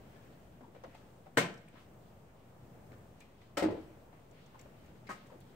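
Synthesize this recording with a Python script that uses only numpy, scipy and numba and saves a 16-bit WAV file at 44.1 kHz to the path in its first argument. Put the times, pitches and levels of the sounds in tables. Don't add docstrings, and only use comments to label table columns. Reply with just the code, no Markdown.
import sys
import numpy as np
from scipy import signal
from scipy.fft import rfft, irfft
from scipy.io import wavfile
from scipy.ndimage import uniform_filter1d
from numba import njit

SR = 44100
rng = np.random.default_rng(int(sys.argv[2]) if len(sys.argv) > 2 else 0)


def elevation(decibels):
    levels = np.asarray(decibels, float)
    return 10 ** (levels / 20)


def log_audio(samples):
    frames = np.atleast_2d(samples).T
    limited = np.clip(frames, -1, 1)
    pcm = np.round(limited * 32767).astype(np.int16)
    wavfile.write(sys.argv[1], SR, pcm)


N = 244843

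# start in seconds, strength in dB, contact brightness in Hz,
# chatter length in seconds.
HOOD_BLOWS = [
    (3.575, -56, 700, 0.024),
    (3.623, -42, 930, 0.0098),
    (3.64, -44, 600, 0.0028),
]
LATCH_BLOWS = [
    (3.57, -43.5, 6200, 0.0036),
    (3.573, -39.5, 5000, 0.0017),
    (3.625, -45, 3500, 0.0025),
    (3.636, -51, 2500, 0.0036),
    (3.706, -64, 6000, .012),
]
ROD_BLOWS = [
    (1.369, -57, 6000, 0.002),
    (1.372, -28.5, 4000, .003),
    (1.3755, -31.5, 4000, 0.0042),
    (1.3825, -34.5, 1980, 0.0017),
]
CATCH_BLOWS = [
    (5.091, -52.5, 2500, 0.0023),
    (5.128, -61.5, 7000, 0.022),
]
# frequency in Hz, level in dB, t60 in seconds.
HOOD_MODES = [(51.7, -25, .6), (112, -14.5, 0.47), (154, -9.5, 0.26), (218, -2.5, 0.17), (265.8, -1, 0.28),
              (359, -6.5, 0.16), (440.1, 1.5, 0.25), (573, 7.5, 0.038), (654, -6, 0.079), (868, 2, 0.057),
              (1003, -7.5, 0.095)]
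LATCH_MODES = [(295, -5.5, 0.3), (554, 5, 0.15), (708, -5.5, 0.11), (1180, -8, 0.059), (1297, -4, 0.06),
               (1920, -6, 0.057), (2080, -0.5, 0.025), (3090, -6.5, 0.035), (4230, -14.5, .05),
               (5380, -6.5, 0.049)]
ROD_MODES = [(155.8, 2.5, 0.13), (267.7, -4.5, 0.12), (359, -1, 0.083), (450.4, -2, 0.12), (563, -4, 0.036),
             (648, -4.5, 0.039), (1010, -3.5, 0.056), (1336, -15, .1), (1446, -11.5, 0.055),
             (1545, 2.5, 0.035), (1860, -3, 0.086), (1838, -7, 0.086), (2147, 1, .06), (2330, -13, 0.091),
             (2380, -25, .08), (3000, -5.5, 0.047), (4640, -11.5, 0.035), (8000, -13, 0.052)]
CATCH_MODES = [(267, 1.5, 0.035), (827, -14, 0.077), (1097, -2.5, 0.072), (1262, -2, 0.11),
               (1550, 3.5, 0.024), (1864, -8, 0.072), (2140, -14, .08)]
# frequency in Hz, density in dB per Hz.
HOOD_SHEET = [(30, -24), (60, -18.5), (110, -19), (200, -19), (330, 0.5), (600, -4), (1000, -15.5),
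              (2000, -15.5), (4000, -18.5), (16000, -47)]
LATCH_SHEET = [(100, -24), (300, -19), (650, 0.5), (950, -12), (1300, -9), (2100, -11), (3000, -16),
               (4700, -14), (5050, -14.5), (5400, -18), (8300, -14), (16000, -21.5)]
ROD_SHEET = [(60, -38), (100, -12.5), (160, -1.5), (300, -6), (600, -4), (1100, -9), (1900, -8), (2600, -7),
             (4700, -13), (5200, -16), (5700, -11.5), (8300, -10), (16000, -17.5)]
CATCH_SHEET = [(100, -23), (230, -11), (600, -7), (1300, -10), (2200, -8.5), (3500, -17.5), (8300, -11),
               (16000, -19.5)]
# frequency in Hz, t60 in seconds.
SHEET_T60 = [(60, 1), (200, 0.32), (1000, 0.28), (3000, 0.26), (8000, 0.17), (16000, 0.1336)]
# start in seconds, peak in dB, centre in Hz, t60 in seconds.
KNOCKS = [(0.517, -63, 516, 0.064), (0.608, -48, 238, 0.12), (0.608, -52, 805, 0.1),
          (0.678, -53.5, 316, 0.11), (0.747, -52, 522, 0.055), (0.756, -45.5, 502, 0.11),
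          (0.837, -43, 596, 0.05), (0.844, -40.5, 616, 0.088), (0.869, -51, 300, 0.083),
          (0.946, -49, 800, 0.081), (1.204, -61, 446, 0.07), (1.259, -54, 700, 0.071),
          (1.267, -50, 612, 0.1), (1.738, -49, 319, 0.06), (1.755, -55.5, 1004, 0.22),
          (2.916, -50.5, 401, 0.11), (4.129, -54.5, 695, 0.084), (4.308, -54.5, 474, 0.23),
          (4.543, -50.5, 926, 0.14), (4.655, -50, 624, 0.057), (5.054, -59.5, 323, 0.14),
          (5.301, -53.5, 1000, 0.13), (5.318, -49, 523, 0.13), (5.352, -52.5, 330, 0.096)]
# start in seconds, peak in dB, centre in Hz, t60 in seconds.
TICKS = [(0.1565, -55, 1574, 0.23), (0.7485, -58, 2095, 0.21), (0.843, -54, 1520, 0.069),
         (0.9457, -54.5, 2440, 0.15), (2.9176, -56.5, 1940, 0.043), (2.9297, -58, 1496, 0.12),
         (3.2054, -54, 2366, 0.15), (3.4147, -58.5, 2010, 0.068), (4.5916, -54.5, 2350, 0.15),
         (4.956, -61, 1740, 0.08), (5.069, -56, 4200, .12), (5.2594, -59, 1880, 0.1),
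         (5.4094, -61.5, 4000, 0.1)]
# start in seconds, peak in dB, centre in Hz, t60 in seconds.
CLINKS = [
    (.633, -52, 895, 0.17),
    (1.682, -57.5, 2530, .08),
    (5.07, -53, 2140, 0.23),
]
# start in seconds, peak in dB, centre in Hz.
GRIT = [(0.838, -58, 5400), (0.9494, -63, 8560), (1.54, -56, 5860), (1.577, -57.5, 5940),
        (1.6846, -59, 8560), (3.2036, -53, 7220), (4.311, -63, 7020), (4.462, -62.5, 6850),
        (4.593, -54.5, 6630), (4.6124, -52.5, 7700), (4.8604, -59.5, 6560), (5.27, -61, 7500),
        (5.404, -57, 9000)]
# loudest moment in seconds, level in dB, length in seconds.
SCUFFS = [(0.244, -69, 0.35), (0.97, -67.5, .22), (1.6, -74, .15), (1.784, -65, 0.11), (3.22, -70, .2),
          (3.432, -69.5, 0.13), (3.82, -70.5, 0.27), (4.135, -74, 0.27), (4.4, -72.5, .25),
          (4.617, -66.5, .17), (4.89, -69.5, 0.19), (5.215, -67.5, 0.29), (5.55, -76, .2)]
# frequency in Hz, density in dB per Hz.
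SCUFF_SPECTRUM = [(400, -14), (1200, -1.5), (3000, -4.5), (8000, -21.5), (10000, -17), (16000, -28)]
# frequency in Hz,
# density in dB per Hz.
TOWN_SPECTRUM = [(30, -16), (50, 0), (79, -3), (120, 2), (200, -2.5), (310, -8), (630, -8.5), (1000, -16),
                 (2000, -26.5), (4000, -37.5), (8600, -34), (9400, -30.5), (12500, -37), (15600, -35)]
# frequency in Hz, left-right correlation from 0 to 1.
LIKENESS = [(30, 0.96), (125, 0.96), (250, 0.89), (500, 0.58), (1000, 0.13), (4000, 0.034), (16000, .05)]
# frequency in Hz, left minus right in dB.
SHADE = [(60, 1.5), (300, 0.5), (700, 3.5), (1290, 4), (2380, 4), (4400, -1.3), (8120, 5.5), (15000, 3.8)]
# frequency in Hz, gain in dB.
PORT = [(8600, 1), (9500, -8.5), (12000, -1.5), (15500, 3)]

HOOD_RATTLE = dict(s=3.685, gap_s=.021, growth=1.03, db=-49.5, loss_db=3.5, bright_hz=647, length_s=0.0056)
LATCH_RATTLE = dict(s=3.579, gap_s=.008, growth=1.12, db=-47.5, loss_db=0.5, bright_hz=2800, length_s=.005)
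ROD_RATTLE = dict(s=1.397, gap_s=.011, growth=1.24, db=-46.5, loss_db=2.5, bright_hz=2600, length_s=0.0055)
CATCH_RATTLE = dict(s=5.096, gap_s=.005, growth=1.05, db=-51.5, loss_db=1, bright_hz=2500, length_s=0.0048)
DRUM_S, DRUM_HZ, DRUM_DB, DRUM_SAG_HZ_PER_S = 3.636, 321.6, -28.5, 160
DRUM_ATTACK_S, DRUM_HOLD_S, DRUM_T60_S = .008, 0.035, 0.079
GRIT_T60_S = 0.029
SCUFF_REST_DB = -76.5
YARD_T60_S, YARD_DB, YARD_GAP_S, YARD_HZ = 0.48, -13.5, 0.01573, 4000
TOWN_DB, TOWN_SWELL_DB, TOWN_RISE_DB_PER_S, TOWN_RISE_FROM_S = -59.5, 1.94, 0.87, 3.64
AIR_PAN_DB = 1.2
OCTAVES_HZ = 31.25 * 2 ** np.arange(10)
TOP_HZ, EDGE_HZ, OFFSET = 15740, 16400, -.0005


def hood():
    blows = HOOD_BLOWS + rebounds(**HOOD_RATTLE, count=5)
    return part(blows, HOOD_MODES, HOOD_SHEET, sheet_db=10.5, t60_scale=1.08)


def drum():
    t = np.clip(np.arange(N) / SR - DRUM_S, 0, None)
    note = np.sin(2 * np.pi * (DRUM_HZ - DRUM_SAG_HZ_PER_S * t / 2) * t)
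    attack = np.clip(t / DRUM_ATTACK_S, 0, 1)
    decay = 1000 ** (-np.clip(t - DRUM_HOLD_S, 0, None) / DRUM_T60_S)
    return np.sqrt(2) * elevation(DRUM_DB) * note * attack * decay * np.ones((2, 1))


def latch():
    blows = LATCH_BLOWS + rebounds(**LATCH_RATTLE, count=4)
    return part(blows, LATCH_MODES, LATCH_SHEET, sheet_db=6.5, t60_scale=0.81)


def prop_rod():
    blows = ROD_BLOWS + rebounds(**ROD_RATTLE, count=6)
    return part(blows, ROD_MODES, ROD_SHEET, sheet_db=3.5, t60_scale=1.036)


def side_catch():
    blows = CATCH_BLOWS + rebounds(**CATCH_RATTLE, count=4)
    return part(blows, CATCH_MODES, CATCH_SHEET, sheet_db=6.0, t60_scale=0.83)


def part(blows, modes, sheet, sheet_db, t60_scale, size=32768):
    hz, db, t60 = np.transpose(modes)
    strong = heard(hz, elevation(db), t60, at(SHADE, hz), size)
    t = np.arange(size) / SR
    force, power = np.zeros(size), np.zeros((len(OCTAVES_HZ), size))
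    first_s = blows[0][0]
    for s, blow_db, bright_hz, length_s in blows:
        add(force, s - first_s, elevation(blow_db) * chatter(bright_hz, length_s))
        push = unit(np.exp(-t[:4096] / length_s)) ** 2
        softness = 1 + (OCTAVES_HZ[:, None] / bright_hz) ** 2
        add(power, s - first_s, elevation(2 * blow_db) * push / softness)
    keep = 1000 ** (-2 / (t60_scale * at(SHEET_T60, OCTAVES_HZ) * SR))
    energy = np.array([signal.lfilter([1], [1, -k], p) for k, p in zip(keep, power)])

    def sheet_spectrum(f):
        return below_top(sheet, f) + np.outer([.5, -.5], at(SHADE, f))

    roar = octaves_of(sheet_spectrum, size, grain_db=4.5)
    roar = np.sum(roar * np.sqrt(energy)[:, None], axis=0)
    strong = strong / strong[:, :512].std()
    rung = signal.fftconvolve(force[None], strong, axes=1)[:, :size]
    out = np.zeros((2, N))
    add(out, first_s, rung + elevation(sheet_db) * roar)
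    return out


def rebounds(s, gap_s, growth, db, loss_db, bright_hz, length_s, count):
    gaps = gap_s * growth ** np.arange(count)
    times = s + np.cumsum(gaps) - gaps
    return [(t, db - loss_db * k, bright_hz, length_s) for k, t in enumerate(times)]


def chatter(bright_hz, length_s):
    t = np.arange(2048) / SR
    spikes = rng.standard_normal(2048) * elevation(2.7 * rng.standard_normal(2048))
    force = (t == 0) + 0.59 * unit(spikes * np.exp(-t / length_s))
    return unit(signal.lfilter(*signal.butter(1, bright_hz, fs=SR), force))


def heard(hz, gain, t60, pan_db, size):
    turn = .5 * np.arccos(at(LIKENESS, hz)) * rng.uniform(-1.4, 1, len(hz))
    start = gain * rng.choice([-1, 1], len(hz))
    left = start * elevation(pan_db / 2) * np.exp(1j * turn)
    right = start * elevation(-pan_db / 2) * np.exp(-1j * turn)
    return ring(hz, left, right, t60, size)


@njit
def ring(hz, left, right, t60, size):
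    out = np.zeros((2, size))
    for k in range(len(hz)):
        z = 1 + 0j
        step = np.exp((2j * np.pi * hz[k] - np.log(1000) / t60[k]) / SR)
        for i in range(size):
            out[0, i] += (left[k] * z).imag
            out[1, i] += (right[k] * z).imag
            z *= step
    return out


def light_touches():
    grit = [row + (GRIT_T60_S,) for row in GRIT]
    out = taps(KNOCKS, length_s=0.0024, pan_db=3.5, narrow_db=12)
    out = out + taps(TICKS, length_s=0.0012, pan_db=4, narrow_db=9)
    out = out + taps(CLINKS, length_s=0.0011, pan_db=3.0, narrow_db=25.5)
    return out + taps(grit, length_s=0.00066, pan_db=2.6, narrow_db=9.5)


def taps(events, length_s, pan_db, narrow_db, count=6, size=8192):
    out, t = np.zeros((2, N)), np.arange(size) / SR
    for s, db, hz, t60 in events:
        mode_hz = hz * 2 ** (2.57 / narrow_db * rng.uniform(-1.028, 1, count))
        body = heard(mode_hz, np.ones(count), np.full(count, t60), pan_db, size)
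        rung = signal.fftconvolve(chatter(8100, length_s)[None], body, axes=1)[:, :size]
        scuff = octaves_of(lambda f: -narrow_db * np.abs(np.log2(f / hz)), size, grain_db=6.0).sum(axis=0)
        scuff = scuff * panned(pan_db) * (1 - np.exp(-t / length_s)) * 1000 ** (-t / t60)
        x = unit(scuff) + 0.92 * unit(rung)
        add(out, s, elevation(db) * x / np.abs(x.mean(axis=0)).max())
    return out


def cloth_and_shoes():
    t = np.arange(N) / SR
    power = elevation(2 * SCUFF_REST_DB)
    for s, db, length_s in SCUFFS:
        power = power + elevation(2 * db) * np.exp(-np.abs(t - s) / (.3 * length_s))
    return bands(SCUFF_SPECTRUM, 3, 25, 3) * np.sqrt(power) * panned(AIR_PAN_DB)


def yard(x, size=16384):
    t = np.arange(size) / SR
    echo = octaves_of(lambda f: -10 * np.log10(1 + (f / YARD_HZ) ** 2), size, grain_db=2.0).sum(axis=0)
    echo = echo * 1000 ** (-t / YARD_T60_S) * (t > YARD_GAP_S)
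    return signal.fftconvolve(x.mean(axis=0)[None], elevation(YARD_DB) * unit(echo), axes=1)[:, :N]


def traffic():
    t = np.arange(N) / SR
    rise_db = TOWN_RISE_DB_PER_S * np.clip(t - TOWN_RISE_FROM_S, 0, None)
    level_db = TOWN_DB + TOWN_SWELL_DB * walk(3.22) + rise_db
    return bands(TOWN_SPECTRUM, 0.59, 5.0, 0) * elevation(level_db) * panned(AIR_PAN_DB)


def bands(table, flicker_db, rate_hz, grain_db):
    layers = octaves_of(lambda f: below_top(table, f), N, grain_db)
    out = sum(layer * elevation(flicker_db * walk(rate_hz)) for layer in layers)
    return out / out.std()


def walk(rate_hz):
    k = int(SR / rate_hz)
    held = np.repeat(rng.standard_normal(N // k + 1), k)
    return uniform_filter1d(uniform_filter1d(held, k), k)[:N]


def octaves_of(db_of_hz, size, grain_db):
    f = np.fft.rfftfreq(size, 1 / SR) + 1
    like = at(LIKENESS, f)
    mid, side = (rfft(rng.standard_normal(size) * elevation(grain_db * rng.standard_normal(size))) for _ in range(2))
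    mid, side = mid * np.sqrt(1 + like), side * np.sqrt(1 - like)
    pair = np.array([mid + side, mid - side]) * elevation(db_of_hz(f))
    gates = [np.cos(np.pi / 2 * np.clip(np.log2(f / hz), -1, 1)) ** 2 for hz in OCTAVES_HZ]
    layers = np.array([irfft(pair * gate, size) for gate in gates])
    return layers / layers.sum(axis=0).std()


def at(table, hz):
    table = np.array(table)
    return np.interp(np.log(hz), np.log(table[:, 0]), table[:, 1])


def below_top(table, hz):
    return np.where(hz < TOP_HZ, at(table, hz), -200)


def panned(pan_db):
    return elevation([[pan_db / 2], [-pan_db / 2]])


def unit(x):
    return x / np.sqrt(np.sum(x ** 2) + 1e-18)


def add(out, s, x):
    i = int(s * SR)
    out[..., i:i + x.shape[-1]] += x[..., :out.shape[-1] - i]


def scene():
    small = latch() + prop_rod() + side_catch() + light_touches()
    small = signal.sosfilt(signal.butter(3, 125, "high", fs=SR, output="sos"), small)
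    near = hood() + drum() + small
    return near + yard(near) + cloth_and_shoes() + traffic()


def low_pass(x):
    return signal.sosfilt(signal.butter(12, 16470, fs=SR, output="sos"), x)


def record(dry):
    f = np.fft.rfftfreq(N, 1 / SR) + 1
    port = irfft(rfft(dry) * elevation(at(PORT, f)) * (f < EDGE_HZ), N)
    mix = signal.lfilter(*signal.butter(1, 35, "high", fs=SR), port) + OFFSET
    return low_pass(mix)


dry = scene()
out = record(dry)
log_audio(out)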